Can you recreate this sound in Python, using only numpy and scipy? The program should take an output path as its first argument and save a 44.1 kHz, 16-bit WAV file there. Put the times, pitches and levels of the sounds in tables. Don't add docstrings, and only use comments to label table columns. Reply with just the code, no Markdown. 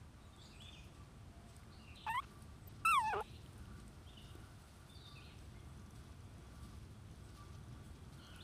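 import sys
import numpy as np
from scipy import signal
from scipy.fft import rfft, irfft, next_fast_len
from scipy.io import wavfile
from scipy.ndimage import uniform_filter1d

SR = 44100
rng = np.random.default_rng(int(sys.argv[2]) if len(sys.argv) > 2 else 0)


def unload_audio(sound):
    columns = np.transpose(np.atleast_2d(sound))
    steps = np.round(np.clip(columns, -1, 1) * 32767)
    wavfile.write(sys.argv[1], SR, steps.astype(np.int16))


N = 371763
T = np.arange(N) / SR


def amp(db):
    return 10 ** (np.asarray(db) / 20)


def rms_one(x):
    return x / np.sqrt(np.mean(x ** 2) + 1e-20)


def phase(hz):
    return 2 * np.pi * np.cumsum(hz) / SR


def in_time(rows, t=T):
    time_s, *columns = np.transpose(rows)
    return [np.interp(t, time_s, column) for column in columns]


def at_hz(spectrum, hz):
    points_hz, level_db = np.transpose(spectrum)
    return np.interp(np.log(hz + 1), np.log(points_hz), level_db)


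def window(start, end, fade_s=0.0014):
    at = np.arange(int(start * SR), min(int(end * SR), N))
    return at, np.clip(np.minimum(T[at] - start, end - T[at]) / fade_s, 0, 1)


def drift(rate_hz):
    hop = 40
    r = np.exp(-2 * np.pi * rate_hz * hop / SR)
    slow = signal.lfilter([1], [1, -2 * r, r * r], rng.standard_normal(N // hop + 2002))[2000:]
    return np.interp(np.arange(N) / hop, np.arange(len(slow)), rms_one(slow))


def coloured(x, spectrum):
    size = next_fast_len(N)
    gain = amp(at_hz(spectrum, np.arange(size // 2 + 1) * SR / size))
    return rms_one(irfft(rfft(x, size) * gain, size)[:N])


def resonance(x, hz, width_hz):
    r = np.exp(-np.pi * width_hz / SR)
    poles = [1, -2 * r * np.cos(2 * np.pi * hz / SR), r * r]
    return signal.lfilter(np.array([1, 0, -1]) * (1 - r * r) / 2, poles, x)


def narrow_noise(hz, width_hz):
    return rms_one(resonance(resonance(rng.standard_normal(N), hz, width_hz), hz, width_hz))


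def swells(rows, rise_s, fall_s):
    peak_s, *columns = np.transpose(rows)
    t = T[::50]
    late = t[:, None] - peak_s
    shape = np.exp(-np.where(late < 0, (late / rise_s) ** 2, late / fall_s))
    return [np.interp(T, t, shape @ amp(db)) for db in columns]


def open_air(level_db=-66.5):
    # frequency_hz, level_db
    spectrum = [(150, -15.5), (250, -2), (449, -14.5), (690, -7.5), (792, -10), (1180, -12), (1240, -11),
                (1420, -13), (1780, -17), (3300, -20), (7170, -27.5), (8370, -23.5), (15300, -42.5)]
    return amp(level_db + .5 * drift(4.3)) * coloured(rng.standard_normal(N), spectrum)


def far_traffic():
    # time_s, level_db
    swell = [(0, -59.5), (2.1, -58), (3.0, -57), (3.78, -54), (4.08, -60.5), (4.41, -54), (4.67, -64),
             (4.95, -58.5), (5.4, -57), (5.7, -56), (6.2, -56), (7.84, -55), (8.43, -57)]
    # frequency_hz, level_db
    spectrum = [(11, -56), (18, -23.5), (53, -2.5), (83, 0), (118, -0.5), (147, -5.5), (184, -11.5),
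                (217, -6), (243, -18), (343, -15), (500, -25.5), (650, -68), (1100, -120)]
    # pitch_hz, width_hz, level_db
    hums = [(68.8, 16.7, -62.5), (142.4, 16.3, -69.5)]
    out = amp(in_time(swell)[0] + 0.61 * drift(6.0)) * coloured(rng.standard_normal(N), spectrum)
    for hz, width_hz, db in hums:
        out += amp(db) * rms_one(resonance(rng.standard_normal(N), hz, width_hz))
    return out


def machine_whine(idle_db=-88):
    # pitch_hz, width_hz
    whines = [(1162, 28), (1430, 180)]
    # peak_s, lower_db, upper_db
    surges = [(.28, -75, -88), (1.07, -75, -97), (1.74, -74, -82.5), (2.38, -73, -79), (2.95, -67, -75),
              (3.72, -72.5, -72), (4.45, -77, -71), (4.85, -98, -81), (5.2, -74, -75), (5.7, -78, -86),
              (5.95, -79, -77), (6.63, -70, -76), (7.45, -72, -76), (7.9, -81, -77), (8.35, -76, -69)]
    out = np.zeros(N)
    for (hz, width_hz), surge in zip(whines, swells(surges, rise_s=.17, fall_s=.15)):
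        out += (surge + amp(idle_db)) * amp(1.4 * drift(7.3)) * narrow_noise(hz, width_hz)
    return out


def far_moan():
    # time_s, pitch_hz, level_db
    course = [(1.3, 680, -87), (1.35, 680, -72), (1.574, 689, -74), (1.62, 700, -80)]
    at, gate = window(course[0][0], course[-1][0], fade_s=.02)
    hz, db = in_time(course, T[at])
    out = np.zeros(N)
    out[at] = gate * np.sqrt(2) * amp(db) * np.sin(phase(hz * (1 + 0.018 * drift(31)[at])))
    return out


def far_chorus():
    # time_s, level_db
    strength = [(5.4, -84), (7.0, -85), (8.15, -83)]
    at, gate = window(strength[0][0], strength[-1][0], fade_s=0.076)
    level_db = in_time(strength, T[at])[0] + 2.5 * drift(13)[at]
    out = np.zeros(N)
    out[at] = gate * amp(level_db) * narrow_noise(3360, width_hz=290)[at]
    return out


def whistles(notes, depth_hz, warble_hz=70.5):
    out, waver = np.zeros(N), 0.85 * drift(41.6)
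    for start, end, first_hz, middle_hz, last_hz, db in notes:
        at, gate = window(start, end, fade_s=0.0029)
        progress = (T[at] - start) / (end - start)
        glide_hz = np.interp(progress, [0, .5, 1], [first_hz, middle_hz, last_hz])
        warble = np.sin(2 * np.pi * warble_hz * T[at]) + waver[at]
        swell_db = np.interp(progress, [0, 0.38, 1], [-4.5, 0, -3])
        out[at] += gate * np.sqrt(2) * amp(db + swell_db) * np.sin(phase(glide_hz + depth_hz * warble))
    return out


def trills(rate_hz=114.3):
    # start_s, end_s, first_hz, last_hz, depth_hz, level_db
    calls = [(0.388, 0.546, 3890, 4520, 690, -66), (.64, 0.708, 2990, 2850, 500, -62.5),
             (0.7, 0.876, 5400, 6200, 1000, -73), (1.705, 1.838, 4090, 4520, 500, -72),
             (1.95, 2.064, 3700, 3346, 570, -59.5), (3.203, 3.394, 3066, 3570, 795, -65.5),
             (4.079, 4.329, 3224, 3266, 510, -68.5), (4.943, 5.205, 4020, 4260, 597, -67),
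             (5.222, 5.335, 3300, 3140, 696, -66), (8.18, 8.288, 4250, 4280, 250, -69),
             (8.201, 8.342, 3070, 3150, 220, -64.5), (8.319, 8.412, 2980, 2640, 350, -64.5),
             (1.858, 1.96, 2620, 2530, 220, -67)]
    out, sweep = np.zeros(N), np.sin(phase(rate_hz * (1 + .25 * drift(40))))
    for start, end, first_hz, last_hz, depth_hz, db in calls:
        at, gate = window(start, end, fade_s=0.018)
        hz = np.linspace(first_hz, last_hz, len(at)) + depth_hz * sweep[at]
        out[at] += gate * amp(db) * np.sin(phase(hz))
    return out


def songbirds(trees_t60_s=0.7, trees_db=-2.5):
    # start_s, end_s, first_hz, middle_hz, last_hz, level_db
    song = [(.2, .27, 3700, 3840, 3820, -76.5), (.33, .36, 3620, 3630, 3500, -70.5),
            (.375, .44, 3340, 3570, 4080, -66), (.51, .6, 2720, 2515, 2650, -68.5),
            (.6, .64, 2750, 3300, 3560, -59), (.64, .7, 3515, 3480, 3500, -61.5),
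            (.725, .8, 3500, 2630, 2450, -63.5), (.81, .87, 2570, 2640, 2630, -70),
            (1.7, 1.78, 3730, 4450, 4460, -74), (1.79, 1.94, 2840, 2780, 2570, -68.5),
            (1.95, 1.995, 4190, 3720, 3530, -61), (2.01, 2.06, 3820, 3640, 3440, -67),
            (4.06, 4.15, 2950, 3680, 3070, -67.5), (4.169, 4.185, 3100, 3030, 2900, -53.5),
            (4.89, 4.94, 3580, 3540, 3500, -64), (4.945, 4.98, 4800, 4650, 4340, -64.5),
            (5.0, 5.04, 3860, 3850, 3770, -67), (5.036, 5.09, 3740, 3650, 3660, -62),
            (5.105, 5.15, 4900, 4640, 4370, -70), (5.155, 5.2, 2740, 2550, 2440, -61.5),
            (5.205, 5.228, 2500, 2700, 3250, -60), (5.238, 5.277, 4130, 4180, 4270, -68),
            (5.28, 5.31, 2650, 2370, 2150, -67.5), (5.32, 5.35, 2930, 2920, 2890, -72),
            (5.55, 5.58, 2020, 2120, 2146, -71), (8.18, 8.21, 3720, 3210, 3000, -67),
            (8.402, 8.418, 3440, 3500, 3800, -54.5), (8.417, 8.43, 4050, 4200, 4260, -65)]
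    # start_s, end_s, first_hz, middle_hz, last_hz, level_db
    peeps = [(.25, .31, 7430, 6750, 6370, -82), (.38, .48, 7900, 7460, 6240, -75),
             (.54, .66, 8300, 7740, 6150, -74)]
    direct = whistles(song, depth_hz=61.4) + whistles(peeps, depth_hz=17) + trills()
    direct *= amp(2.6 * drift(45))
    lag = T[:SR // 2]
    scatter = rng.standard_normal(len(lag)) * amp(-60 * lag / trees_t60_s) * np.clip(lag / 0.01, 0, 1)
    return direct + amp(trees_db) * signal.fftconvolve(direct, scatter / np.linalg.norm(scatter))[:N]


def insect(clicks_per_s=22.5):
    # time_s, level_db
    strength = [(4.4, -90.5), (5.9, -81.5), (8.4, -85)]
    # pitch_hz, width_hz, level_db
    modes = [(10040, 200, -5), (6030, 210, -3)]
    at, gate = window(strength[0][0], strength[-1][0], fade_s=.1)
    count = np.floor(np.cumsum(clicks_per_s * (1 + 0.066 * drift(3.9))) / SR)
    clicks = np.diff(count, prepend=0) * amp(4.8 * drift(30))
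    rings = sum(amp(db) * rms_one(resonance(clicks + 1e-18, hz, width_hz)) for hz, width_hz, db in modes)
    out = np.zeros(N)
    out[at] = gate * amp(in_time(strength, T[at])[0]) * rings[at]
    return out


def stalk_snaps(uneven_db, per_s=9000):
    snapping = rng.random(N) < per_s / SR
    size = amp(uneven_db * np.minimum(rng.exponential(1, N), 5.0))
    return snapping * size * rng.choice([-1, 1], N)


def paws_in_grass():
    # time_s, level_db
    rustle = [(0, -87), (1.4, -86.5), (2.1, -82.5), (2.8, -83.5), (3.3, -76), (3.9, -80), (4.5, -77),
              (5.6, -82), (5.95, -79), (6.35, -83), (6.7, -78), (7.05, -84), (7.35, -78), (7.7, -81.5),
              (8.43, -79)]
    # peak_s, swish_db, brush_db
    steps = [(.44, -84, -75), (.63, -80, -73), (.85, -79, -81), (.96, -86, -73.5), (1.5, -83, -73.5),
             (1.57, -79, -77), (1.96, -89, -79), (2.24, -80, -76), (2.32, -78, -90), (2.43, -81, -79),
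             (2.67, -88, -76), (3.8, -85, -81), (3.89, -78.5, -85), (4.25, -77, -76.5), (4.7, -83, -82),
             (4.9, -82, -93), (5.08, -89, -72), (5.41, -88, -83), (5.97, -79, -75), (6.56, -81, -87),
             (6.64, -83, -78), (7.16, -89, -87), (7.37, -78, -73), (7.87, -75, -81), (8.14, -79, -78),
             (8.36, -82, -80)]
    # frequency_hz, level_db
    swish_spectrum = [(4000, -14), (7000, -7), (9200, 4), (11000, -0.5), (14000, -8.5), (15300, -6)]
    # frequency_hz, level_db
    brush_spectrum = [(1200, -18), (2500, -2.5), (4500, 1), (6300, -3.5), (7300, -10.5), (9000, -30)]
    stirring = amp(in_time(rustle)[0])
    bright, dull = swells(steps, rise_s=0.022, fall_s=0.035)
    swish = amp(2.0 * drift(25)) * coloured(stalk_snaps(uneven_db=3.3), swish_spectrum)
    brush = amp(2.76 * drift(28)) * coloured(stalk_snaps(uneven_db=3.0), brush_spectrum)
    return (stirring + bright) * swish + (stirring * amp(1) + dull) * brush


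def knocks(contacts, ring_cycles, noisiness, samples=600):
    out, t = np.zeros(N + samples), T[:samples]
    for start, db, hz in contacts:
        decay = amp(-60 * t * hz / ring_cycles)
        burst = (np.sin(2 * np.pi * hz * t) + noisiness * rng.standard_normal(samples)) * decay
        out[round(start * SR):][:samples] += amp(db) * burst / np.abs(burst).max()
    return out[:N]


def ticks_and_bump():
    # start_s, peak_db, pitch_hz
    ticks = [(0.3641, -51, 8100), (1.5656, -44, 8530), (1.9594, -48.5, 8400), (2.3131, -63, 5700),
             (2.4234, -47, 9440), (2.7237, -54, 9160), (3.2071, -43, 10900), (3.5324, -54, 8600),
             (3.58, -50, 9400), (3.8023, -50, 9230), (3.88, -45, 8700), (4.6194, -57, 4540),
             (4.9018, -52, 8490), (5.3894, -54, 5340), (5.7962, -58, 6470), (7.2434, -57, 8470),
             (8.2484, -58, 6320), (8.2686, -52, 6200), (8.331, -58, 6090), (8.362, -46.5, 10200),
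             (0.3087, -58, 2650), (0.6214, -47, 3420), (1.6337, -57, 2060), (3.4615, -50.5, 3100),
             (3.6556, -54, 2900)]
    # start_s, peak_db, pitch_hz
    bump = [(4.353, -43.5, 343)]
    return knocks(ticks, ring_cycles=36, noisiness=0.32) + knocks(bump, ring_cycles=9.4, noisiness=0.15)


def squeak():
    # time_s, pitch_hz, level_db
    course = [(2.67, 14600, -79), (2.677, 14200, -56), (2.684, 13700, -58), (2.687, 13500, -79)]
    hz, db = in_time(course)
    return amp(db) * (db > -79) * np.sqrt(2) * np.sin(phase(hz))


def sniffs():
    # peak_s, level_db
    breaths = [(.44, -80), (.63, -75), (.96, -79), (1.5, -75), (2.05, -79), (2.43, -82), (2.64, -75),
               (3.24, -83), (3.79, -78), (4.64, -78), (4.9, -83), (5.41, -76), (5.7, -79), (5.97, -77),
               (6.64, -78), (7.26, -75), (7.87, -77), (8.14, -81)]
    return swells(breaths, rise_s=0.034, fall_s=0.06)[0] * narrow_noise(8100, width_hz=520)


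def wheeze(half_width_hz=1200):
    # time_s, centre_hz, level_db
    course = [(2.99, 3600, -65), (3.03, 4410, -66), (3.079, 5120, -60), (3.11, 4800, -64),
              (3.13, 4200, -75)]
    at, gate = window(course[0][0], course[-1][0])
    hz, db = in_time(course, T[at])
    lowpass = signal.butter(4, half_width_hz, fs=SR, output="sos")
    slow = signal.sosfilt(lowpass, rng.standard_normal((2, len(at))))
    turn, out = phase(hz), np.zeros(N)
    out[at] = gate * amp(db) * rms_one(slow[0] * np.sin(turn) + slow[1] * np.cos(turn))
    return out


def hoarseness():
    # start_s, end_s, level_db
    moments = [(2.063, 2.096, -49), (2.142, 2.16, -55), (2.864, 2.893, -66), (3.128, 3.156, -51.5),
               (3.155, 3.209, -53.5), (2.22, 2.25, -58)]
    # frequency_hz, level_db
    spectrum = [(500, -8.5), (1200, 6.5), (1900, -7.5), (2700, -3), (4000, -16.5), (5500, -23), (9000, -33),
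                (13000, -50)]
    rasp = coloured(rng.standard_normal(N), spectrum) * amp(2.5 * drift(230))
    out = np.zeros(N)
    for start, end, db in moments:
        at, gate = window(start, end, fade_s=0.0029)
        out[at] += gate * amp(db) * rasp[at]
    return out


def croak(wobble=0.027):
    # time_s, pitch_hz, level_db
    course = [(3.129, 499, -43), (3.153, 392, -41), (3.165, 395, -38), (3.19, 418, -40.5),
              (3.214, 496, -41.5)]
    # pitch_multiple, level_db
    partials = [(0.5, -19), (1, 2.5), (1.5, -7), (2, -1), (2.5, -7.5), (3, -1), (3.5, -22), (4, -27),
                (4.5, -35), (5, -38), (5.5, -38), (6, -18), (6.5, -33), (7, -20), (7.5, -39), (8, -39)]
    at, gate = window(course[0][0], course[-1][0], fade_s=0.0053)
    hz, level_db = in_time(course, T[at])
    turn, out = phase(hz * (1 + wobble * drift(100)[at])), np.zeros(N)
    voice = sum(amp(db) * np.sin(k * turn + k * k) for k, db in partials)
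    out[at] = gate * amp(level_db) * rms_one(voice)
    return out


def yelps(wobble=0.0078, slack_below_hz=900, slack_db_per_hz=.05):
    # time_s, pitch_hz, fundamental_db, mouth_open_db, shrill_db, breath_db
    stretches = [
        [(2.065, 916, -41.5, -20, -75, -73), (2.084, 835, -40.5, -4, -77, -75),
         (2.104, 918, -38.5, -11, -72, -60), (2.118, 900, -43.5, -4, -76, -64),
         (2.136, 930, -50.5, -1.5, -78, -71), (2.15, 988, -39, -10, -67, -72),
         (2.164, 982, -38.5, -5, -66, -65), (2.18, 1047, -36, -5, -72, -69), (2.194, 1100, -38, -11, -68, -68),
         (2.199, 1160, -40, -15, -70, -72), (2.204, 1290, -52, -20, -74, -78)],
        [(2.849, 1400, -36, -15, -53, -67), (2.856, 1292, -32, -11, -49.5, -66),
         (2.867, 1300, -32.5, -9, -47, -64), (2.882, 1355, -33, -8, -54, -63),
         (2.897, 1362, -34.5, -6, -51, -60), (2.912, 1338, -33.5, -9, -49.5, -61),
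         (2.928, 1260, -31, -12.5, -50, -60), (2.955, 1141, -31.5, -6.5, -54, -60),
         (2.97, 1098, -30.5, -14, -55, -67), (2.985, 1026, -29, -19.5, -58.5, -74),
         (3.0, 951, -36, -15, -58, -77), (3.015, 901, -38.5, -19, -59, -80), (3.03, 871, -40, -23, -63.5, -68),
         (3.06, 857, -39, -12, -67, -82), (3.09, 895, -38.5, -12.5, -68, -79),
         (3.106, 827, -41, -6.5, -74, -81), (3.121, 846, -40, -7, -67, -75), (3.134, 728, -41, -7, -60, -74),
         (3.145, 716, -42, -10, -58, -75)],
        [(3.21, 800, -40, -30, -68, -70), (3.216, 854, -40.5, -27, -72, -77), (3.228, 897, -57, -7, -76, -80)],
    ]
    # pitch_multiple, level_db
    fold_harmonics = [(2, 0), (3, -7.5), (4, -21)]
    # frequency_hz, gain_db
    mouth = [(1450, 8.5), (1700, -5.5), (1900, 4.5), (2050, -4), (2250, -1.5), (2650, 6.5), (2950, -4),
             (3400, 4.5), (3700, 3.5), (4000, -9.5), (4500, -22), (5200, 2)]
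    # frequency_hz, gain_db
    throat = [(3500, -24), (5400, -8.5), (6800, -18.5), (8200, -5), (9300, 1.5), (10300, -38), (11500, -22),
              (12800, -3), (14000, -18), (15000, -32)]
    # frequency_hz, level_db
    breath_spectrum = [(3500, -28), (5500, -10), (7300, -20), (8300, 4), (9500, -5), (10700, -11),
                       (12000, -5), (13800, -3), (15300, -17)]
    out, breath = np.zeros(N), coloured(rng.standard_normal(N), breath_spectrum)
    unsteady = 1 + wobble * drift(120)
    shimmer = amp(0.78 * drift(64))
    ragged = 0.046 * drift(350)
    for rows in stretches:
        at, gate = window(rows[0][0], rows[-1][0])
        curves = uniform_filter1d(in_time(rows, T[at]), size=130, axis=1)
        hz, fundamental_db, mouth_open_db, shrill_db, breath_db = curves
        turn = phase(hz * unsteady[at])
        vowel = sum(amp(at_hz(mouth, k * hz) + db) * np.sin(k * turn) for k, db in fold_harmonics)
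        low = amp(fundamental_db) * (np.sin(turn) + amp(mouth_open_db) * vowel)
        shrill = sum(amp(at_hz(throat, k * hz) - 3.0 * max(k - 9, 0))
                     * np.sin(k * (turn + ragged[at]) + k * k) for k in range(5, 17))
        slack_db = slack_db_per_hz * np.maximum(slack_below_hz - hz, 0)
        voice = np.sqrt(2) * (low + amp(shrill_db - slack_db) * shrill)
        puffs = amp(breath_db) * (1 + .5 * np.sin(turn))
        out[at] += gate * shimmer[at] * (voice + puffs * breath[at])
    return out


def scene():
    puppy = yelps() + croak() + hoarseness() + wheeze()
    lawn = paws_in_grass() + ticks_and_bump() + sniffs() + squeak() + insect()
    trees = songbirds() + far_chorus()
    distance = open_air() + far_traffic() + machine_whine() + far_moan()
    return np.tile(distance + trees + lawn + puppy, (2, 1))


def record(dry, cutoff_hz=15430):
    return signal.sosfilt(signal.ellip(14, .2, 60, cutoff_hz, fs=SR, output="sos"), dry)


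dry = scene()
out = record(dry)
unload_audio(out)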